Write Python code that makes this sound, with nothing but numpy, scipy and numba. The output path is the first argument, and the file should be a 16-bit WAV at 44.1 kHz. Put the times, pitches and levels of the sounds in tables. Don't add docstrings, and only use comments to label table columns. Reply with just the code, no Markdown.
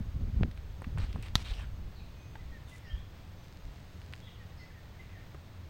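import sys
import numpy as np
from scipy import signal
from scipy.fft import rfft, irfft
from scipy.io import wavfile
from numba import njit

SR = 44100
rng = np.random.default_rng(int(sys.argv[2]) if len(sys.argv) > 2 else 0)


def transcribe(signal):
    frames = np.atleast_2d(signal).T
    limited = np.clip(frames, -1, 1)
    pcm = np.round(limited * 32767).astype(np.int16)
    wavfile.write(sys.argv[1], SR, pcm)


N = 250929
T = np.arange(N) / SR


def undb(db):
    return 10 ** (np.asarray(db) / 20)


def unit(x):
    return x / np.sqrt(np.mean(x ** 2))


def curves(rows):
    times_s, *columns = np.transpose(rows)
    return [np.interp(T, times_s, column) for column in columns]


def add(out, start_s, x):
    i = max(int(round(start_s * SR)), 0)
    out[i:i + len(x)] += x[:N - i]


def coloured(spectrum):
    hz, db = np.transpose(spectrum)
    bins_hz = np.maximum(np.fft.rfftfreq(N, 1 / SR), 1)
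    gain = undb(np.interp(np.log(bins_hz), np.log(hz), db))
    return unit(irfft(rfft(rng.standard_normal(N)) * gain, N))


def walk(rate_hz):
    return np.interp(T * rate_hz, np.arange(N), rng.standard_normal(N))


def fade(t, t60_s):
    return np.exp(-np.log(1000) * t / t60_s)


def swell(start_s, length_s, attack_s, t60_s):
    return np.clip((T - start_s) / attack_s, 0, 1) * fade(np.maximum(T - start_s - length_s, 0), t60_s)


@njit
def svf(x, hz, width_hz):
    y, band_state, low_state = np.empty(len(x)), 0., 0.
    for i in range(len(x)):
        g, damping = np.tan(np.pi * hz[i] / SR), width_hz[i] / hz[i]
        v = (band_state + g * (x[i] - low_state)) / (1 + g * (g + damping))
        band_state, low_state = 2 * v - band_state, low_state + 2 * g * v
        y[i] = damping * v
    return y


def resonance(x, hz, width_hz):
    ones = np.ones(len(x))
    return svf(x, np.clip(hz, 20, SR / 3) * ones, width_hz * ones)


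def band(x, hz, width_hz):
    return unit(resonance(resonance(x, hz, width_hz), hz, width_hz))


def background():
    # freq_hz, gain_db
    air_colour = [(20, -4.5), (50, -4.5), (92, 2), (130, -7), (170, -8.5), (240, -17.5), (310, -19),
                  (400, -21), (600, -21.5), (1200, -25.5), (2000, -28), (2900, -30.5), (3700, -31),
                  (5200, -36), (6500, -42), (8500, -43.5), (10500, -54), (16000, -40)]
    # freq_hz, gain_db
    mic_colour = [(20, -59), (10000, -7), (11300, -13), (12600, 8), (15500, 0), (16000, -7)]
    air = coloured(air_colour)
    low = signal.sosfiltfilt(signal.butter(2, 500, fs=SR, output="sos"), air)
    rumble = unit(low) * undb(-48.5 + 0.8 * walk(9))
    hiss = unit(air - low) * undb(-61 + 0.4 * walk(12))
    whine = undb(-82) * band(rng.standard_normal(N), hz=6460, width_hz=196)
    return rumble + hiss + undb(-83) * coloured(mic_colour) + whine


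def creak():
    # time_s, slips_per_s, level_db
    course = [(3.42, 126, -70), (3.52, 124, -71), (3.7, 138, -72), (3.86, 173, -73), (3.96, 150, -73),
              (4.1, 120, -67), (4.18, 130, -66), (4.3, 133, -82)]
    # centre_hz, width_hz, gain_db
    modes = [(2400, 2500, 4), (4180, 2600, 1.5), (6200, 2300, -9.5)]
    jitter, scatter_db = 0.18, 5.5
    slips_per_s, level_db = curves(course)
    slip_count = np.floor(np.cumsum(slips_per_s * np.exp(jitter * walk(60))) / SR)
    ticks = np.diff(slip_count, prepend=0) * undb(scatter_db * np.clip(rng.standard_normal(N), -2, 2))
    body = sum(undb(gain_db) * band(ticks, hz, width_hz) for hz, width_hz, gain_db in modes)
    return undb(level_db) * unit(body) * (T > course[0][0]) * (T < course[-1][0])


def whistle(length_s, start_hz, end_hz, waver, trill_depth_hz=0):
    trill_rate_hz, jitter_rad, settle_power = 95.1, 1.84, 2.57
    t = T[:int(length_s * SR)]
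    progress = t / length_s
    trill = np.sin(2 * np.pi * trill_rate_hz * t + jitter_rad * walk(90.2)[:len(t)])
    slide_hz = end_hz + (start_hz - end_hz) * (1 - progress) ** settle_power
    hz = slide_hz * (1 + waver * walk(139.4)[:len(t)]) + trill_depth_hz * trill
    envelope = np.sqrt(2) * np.sin(np.pi * progress) ** 0.4
    return envelope * np.sin(2 * np.pi * np.cumsum(hz) / SR)


def garden(x, wet_db, t60_s):
    t, build_s = T[:SR], 0.015
    tail = rng.standard_normal(SR) * fade(t, t60_s) * (1 - np.exp(-t / build_s))
    return x + undb(wet_db) * signal.fftconvolve(x, tail / np.linalg.norm(tail))[:N]


def far_birds():
    # start_s, length_s, start_hz, end_hz, relative_db, trill_depth_hz
    notes = [(1.947, 0.072, 4450, 4030, -63.5, 230), (1.995, 0.02, 2680, 2440, -62, 110),
             (2.162, 0.14, 6050, 6350, -74, 70), (2.663, 0.062, 3380, 3200, -64, 510),
             (2.841, 0.053, 5470, 5000, -67, 500), (2.859, 0.11, 2744, 3055, -63.5, 160),
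             (2.895, 0.047, 3230, 3220, -56.5, 40), (2.96, 0.055, 3250, 3400, -64, 130),
             (3.357, 0.086, 6250, 6050, -74.5, 140), (4.219, 0.035, 3380, 3300, -62.5, 140),
             (4.243, 0.049, 3560, 3495, -59, 300), (4.268, 0.038, 3100, 3020, -61.5, 330),
             (4.348, 0.034, 3220, 3000, -67, 130), (4.572, 0.056, 4830, 4780, -62.5, 590),
             (4.7, 0.019, 1760, 1720, -60, 11)]
    chirps, thin = np.zeros(N), np.zeros(N)
    for start_s, length_s, start_hz, end_hz, relative_db, depth_hz in notes:
        note = whistle(length_s, start_hz, end_hz, waver=0.0154, trill_depth_hz=depth_hz)
        add(chirps, start_s, undb(relative_db) * note)
    add(thin, 2.132, undb(-74) * whistle(length_s=0.15, start_hz=2500, end_hz=2500, waver=0.0017))
    return undb(-2) * garden(chirps, wet_db=0, t60_s=0.41) + garden(thin, wet_db=3.5, t60_s=2.1)


def buffeting():
    # freq_hz, gain_db
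    eddy_colour = [(20, -3), (50, 2), (120, -6), (200, -10), (330, -27.5), (500, -33.5), (1000, -47),
                   (2500, -60), (5000, -104), (9000, -131)]
    # freq_hz, gain_db
    flow_colour = [(20, -3.5), (42, 2), (90, -2), (170, -25.5), (400, -33), (2000, -105)]
    # time_s, level_db
    draught = [(0, -44.5), (1.75, -43), (2.2, -51), (3.2, -61.5), (5.69, -83)]
    # start_s, length_s, gain_db, eddy_share
    gusts = [(0, 0.012, -35, 0.94), (0.036, 0.058, -40.5, .5), (0.139, 0.058, -34.5, 0.75),
             (0.204, 0.057, -34, 0.47), (0.266, 0.032, -35, 0.72), (0.331, 0.016, -34, 0.52),
             (0.36, 0.12, -30, 0.92), (.862, 0.029, -38.5, 0.98), (.9, 0.05, -38.5, 0.5),
             (0.946, 0.06, -35, 0.8), (1.015, 0.033, -32.5, 0.29), (1.08, 0.031, -29.5, 0.23),
             (1.138, 0.033, -37, 0.77), (1.182, 0.022, -33, 0.53), (1.305, 0.13, -40.5, 0.35),
             (1.61, 0.29, -43.5, 0.25), (2.392, 0.14, -43, 0), (2.945, 0.093, -45.5, 0.34),
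             (3.647, 0.06, -45, 0.1)]
    # centre_s, pitch_hz, length_s, level_db
    bumps = [(.008, 200, 0.019, -31.5), (.166, 129, 0.025, -29.5), (0.244, 60, 0.037, -27),
             (0.282, 221, 0.014, -36), (.342, 85, 0.026, -24.5), (0.372, 61.4, 0.034, -22.5),
             (0.412, 158, 0.012, -23), (0.434, 465, 0.0037, -26.5), (0.43, 70, 0.017, -20),
             (0.45, 252, 0.0095, -31), (.873, 207, 0.018, -34), (.958, 113, .03, -32),
             (1.03, 48, 0.042, -31), (1.159, 89.5, 0.018, -28.5), (1.516, 42, 0.055, -28),
             (2.945, 53.4, 0.045, -27), (3.66, 47, 0.033, -33.5), (5.349, 380, 0.015, -47),
             (5.352, 101, 0.022, -37)]
    lumps = undb(6.1 * np.tanh(walk(45.3)) + 1.5)
    eddies, flow = lumps * coloured(eddy_colour), coloured(flow_colour)
    out = undb(curves(draught)[0]) * coloured(flow_colour)
    for start_s, length_s, gain_db, eddy_share in gusts:
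        air = eddy_share * eddies + np.sqrt(1 - eddy_share ** 2) * flow
        out += undb(gain_db) * swell(start_s, length_s, attack_s=0.0066, t60_s=0.068) * air
    for centre_s, pitch_hz, length_s, level_db in bumps:
        t = T[:int(length_s * SR)] - length_s / 2
        bump = np.cos(np.pi * t / length_s) ** 2 * np.sin(2 * np.pi * pitch_hz * t)
        add(out, centre_s - length_s / 2, undb(level_db) * bump)
    return out


def slips(per_s=3900):
    sizes = rng.standard_normal(N) * undb(np.minimum(0.85 * rng.exponential(size=N), 8))
    return (rng.random(N) < per_s / SR) * sizes * undb(2 * walk(110))


def rustle():
    # start_s, length_s, level_db, start_hz, end_hz, width_ratio, still_hz, still_db
    strokes = [(0.974, 0.076, -51.5, 1600, 1710, 1.25, 4300, -6),
               (1.078, 0.14, -63, 2700, 2600, 0.63, 5000, -22),
               (1.223, 0.055, -53, 2500, 2400, 0.74, 5000, -27),
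               (1.345, 0.075, -52, 3080, 2980, 1.3, 5730, -11),
               (1.44, 0.072, -46.5, 3450, 3660, 0.45, 2600, -2.5),
               (1.523, 0.071, -54.5, 3220, 2680, 0.48, 5170, -7.5),
               (1.59, 0.048, -53, 1900, 1550, 0.35, 2740, -1), (2.672, 0.11, -67, 7000, 6900, 1, 8500, -14)]
    out = np.zeros(N)
    glide_grit, still_grit = slips(), slips()
    body = undb(-3) * band(slips(), hz=720, width_hz=2200)
    sizzle = undb(-19.5) * band(slips(per_s=1700), hz=8200, width_hz=1700)
    air = undb(-27) * band(slips(), hz=14000, width_hz=2900)
    for start_s, length_s, level_db, start_hz, end_hz, width_ratio, still_hz, still_db in strokes:
        hz = np.interp(T, [start_s, start_s + length_s], [start_hz, end_hz])
        glide = band(glide_grit, hz, width_ratio * hz)
        still = undb(still_db) * band(still_grit, still_hz, width_hz=1600)
        envelope = swell(start_s, length_s, attack_s=0.13 * length_s, t60_s=0.13)
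        out += undb(level_db) * envelope * unit(glide + still + body + sizzle + air)
    return out


def clicks():
    # start_s, strength_db, pitch_hz, width_hz, rattle_db, tick_db
    contacts = [(.4085, 4, 373, 695, -5, -61), (.4331, -0.5, 1810, 2600, -12, -54),
                (.5126, -26, 2400, 4500, 3.5, -40), (.5755, -22.5, 2210, 2500, -2, -39),
                (0.8197, -5.5, 645, 2700, -4.5, -32.5), (.8435, -12.5, 1670, 2600, 1.5, -42),
                (.975, -17, 1120, 2400, 10, -63), (.984, -13, 1390, 3000, 2, -31.5),
                (1.129, -21.5, 2900, 5000, -0.5, -34.5), (1.159, -11.5, 770, 1800, 2, -41),
                (1.2265, -25, 6140, 12100, -10, -21.5), (1.264, -21, 2780, 3500, -5, -33),
                (1.284, -21, 2800, 3500, -1, -36), (2.356, -22, 1800, 2600, -2, -46),
                (4.017, -23, 2400, 3000, -6, -40), (4.128, -22, 2000, 3000, -9, -47),
                (4.1363, -7, 2270, 2280, -9, -31), (5.3462, -12.5, 715, 2400, -1, -41)]
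    out, t = np.zeros(N), T[:SR // 10]
    for start_s, strength_db, pitch_hz, width_hz, rattle_db, tick_db in contacts:
        rattle = rng.standard_normal(len(t)) * (fade(t, 0.026) + undb(-32) * fade(t, 0.055))
        blow = (t == 0) + undb(rattle_db) * rattle / np.linalg.norm(rattle)
        add(out, start_s, undb(tick_db) * resonance(blow, hz=8500, width_hz=2300))
        contact_s = 0.36 / pitch_hz
        push = np.exp(-((t[:SR // 500] - contact_s) / (contact_s / np.pi)) ** 2)
        force = np.convolve(blow, push / push.sum())
        knock = resonance(resonance(force, pitch_hz, width_hz), pitch_hz, width_hz)
        add(out, start_s, undb(strength_db) * knock)
    return out


def struck(modes, start_s, strength_db):
    out, t = np.zeros(N), T[:SR // 5]
    attack_s, echo_build_s, echo_db = 0.00008, 0.002, -10
    ring = sum(undb(gain_db) * fade(t, t60_s) * np.sin(2 * np.pi * hz * t) for hz, t60_s, gain_db in modes)
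    ring *= 1 - np.exp(-t / attack_s)
    boards = rng.standard_normal(len(t)) * (fade(t, 0.024) + undb(-40) * fade(t, 0.23))
    boards *= 1 - np.exp(-t / echo_build_s)
    echo = signal.fftconvolve(ring, boards / np.linalg.norm(boards))[:len(t)]
    add(out, start_s, undb(strength_db) * (ring + undb(echo_db) * echo))
    return out


def tap():
    # pitch_hz, t60_s, gain_db
    modes = [(894, 0.044, 3), (1600, 0.023, 2.5), (1930, 0.022, 1), (2600, .02, -5)]
    return struck(modes, start_s=2.3548, strength_db=-47)


def snap():
    # pitch_hz, t60_s, gain_db
    modes = [(129, 0.011, -1.5), (327, 0.0065, -22), (950, 0.0092, -16), (1330, 0.032, -22.5),
             (1480, 0.004, -14.5), (1900, 0.0045, -11), (2400, 0.0022, -7.5), (3340, 0.028, -29),
             (3730, 0.0034, 3.5), (4500, 0.0024, -11), (5680, 0.0044, -14.5), (6900, 0.0027, -33),
             (8400, .003, -22), (13200, 0.0018, -14)]
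    return struck(modes, start_s=1.3549, strength_db=-7.5)


def near_bird():
    # start_s, first_length_s, delay_s, second_length_s, first_db, second_db,
    # pitch_hz, end_hz, wet_db, husk_db (levels relative)
    calls = [(2.384, 0.034, 0.13, 0.07, -59, -54.5, 1980, 1805, -10, -75),
             (2.714, 0.054, 0.13, 0.12, -56, -56, 1983, 1763, -8, -67),
             (4.265, 0.034, .13, 0.038, -63.5, -56.5, 2014, 1860, -1.5, -71),
             (4.592, 0.056, .146, 0.081, -55.5, -62, 2025, 1802, -3, -69.5),
             (4.989, 0.026, 0.14, 0.081, -56.5, -60.5, 2030, 1800, -2, -64)]
    flutter_db, flutter_hz = 3.5, 110
    wall_delay_s, wall_db = 0.062, -22
    out = np.zeros(N)
    for start_s, first_s, delay_s, second_s, first_db, second_db, hz, end_hz, wet_db, husk_db in calls:
        call = np.zeros(N)
        add(call, start_s, undb(first_db) * whistle(first_s, 1.025 * hz, hz, waver=0.0133))
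        add(call, start_s + delay_s, undb(second_db) * whistle(second_s, 0.98 * hz, end_hz, waver=0.015))
        call *= undb(flutter_db * np.tanh(walk(flutter_hz)))
        call += undb(wall_db) * np.interp(T - wall_delay_s, T, call)
        husk = band(rng.standard_normal(N), 1.02 * hz, width_hz=1340)
        husk *= swell(start_s, delay_s + second_s, attack_s=0.01, t60_s=0.39)
        out += garden(call, wet_db, t60_s=0.69) + undb(husk_db) * husk
    return undb(-1.5) * out


def scene():
    mix = snap() + tap() + near_bird() + far_birds() + clicks() + rustle() + creak()
    return (mix + buffeting() + background())[None]


def record(dry):
    cutoff_hz = 15900
    return signal.sosfilt(signal.ellip(10, 0.2, 70, cutoff_hz, fs=SR, output="sos"), dry)


dry = scene()
out = record(dry)
transcribe(out)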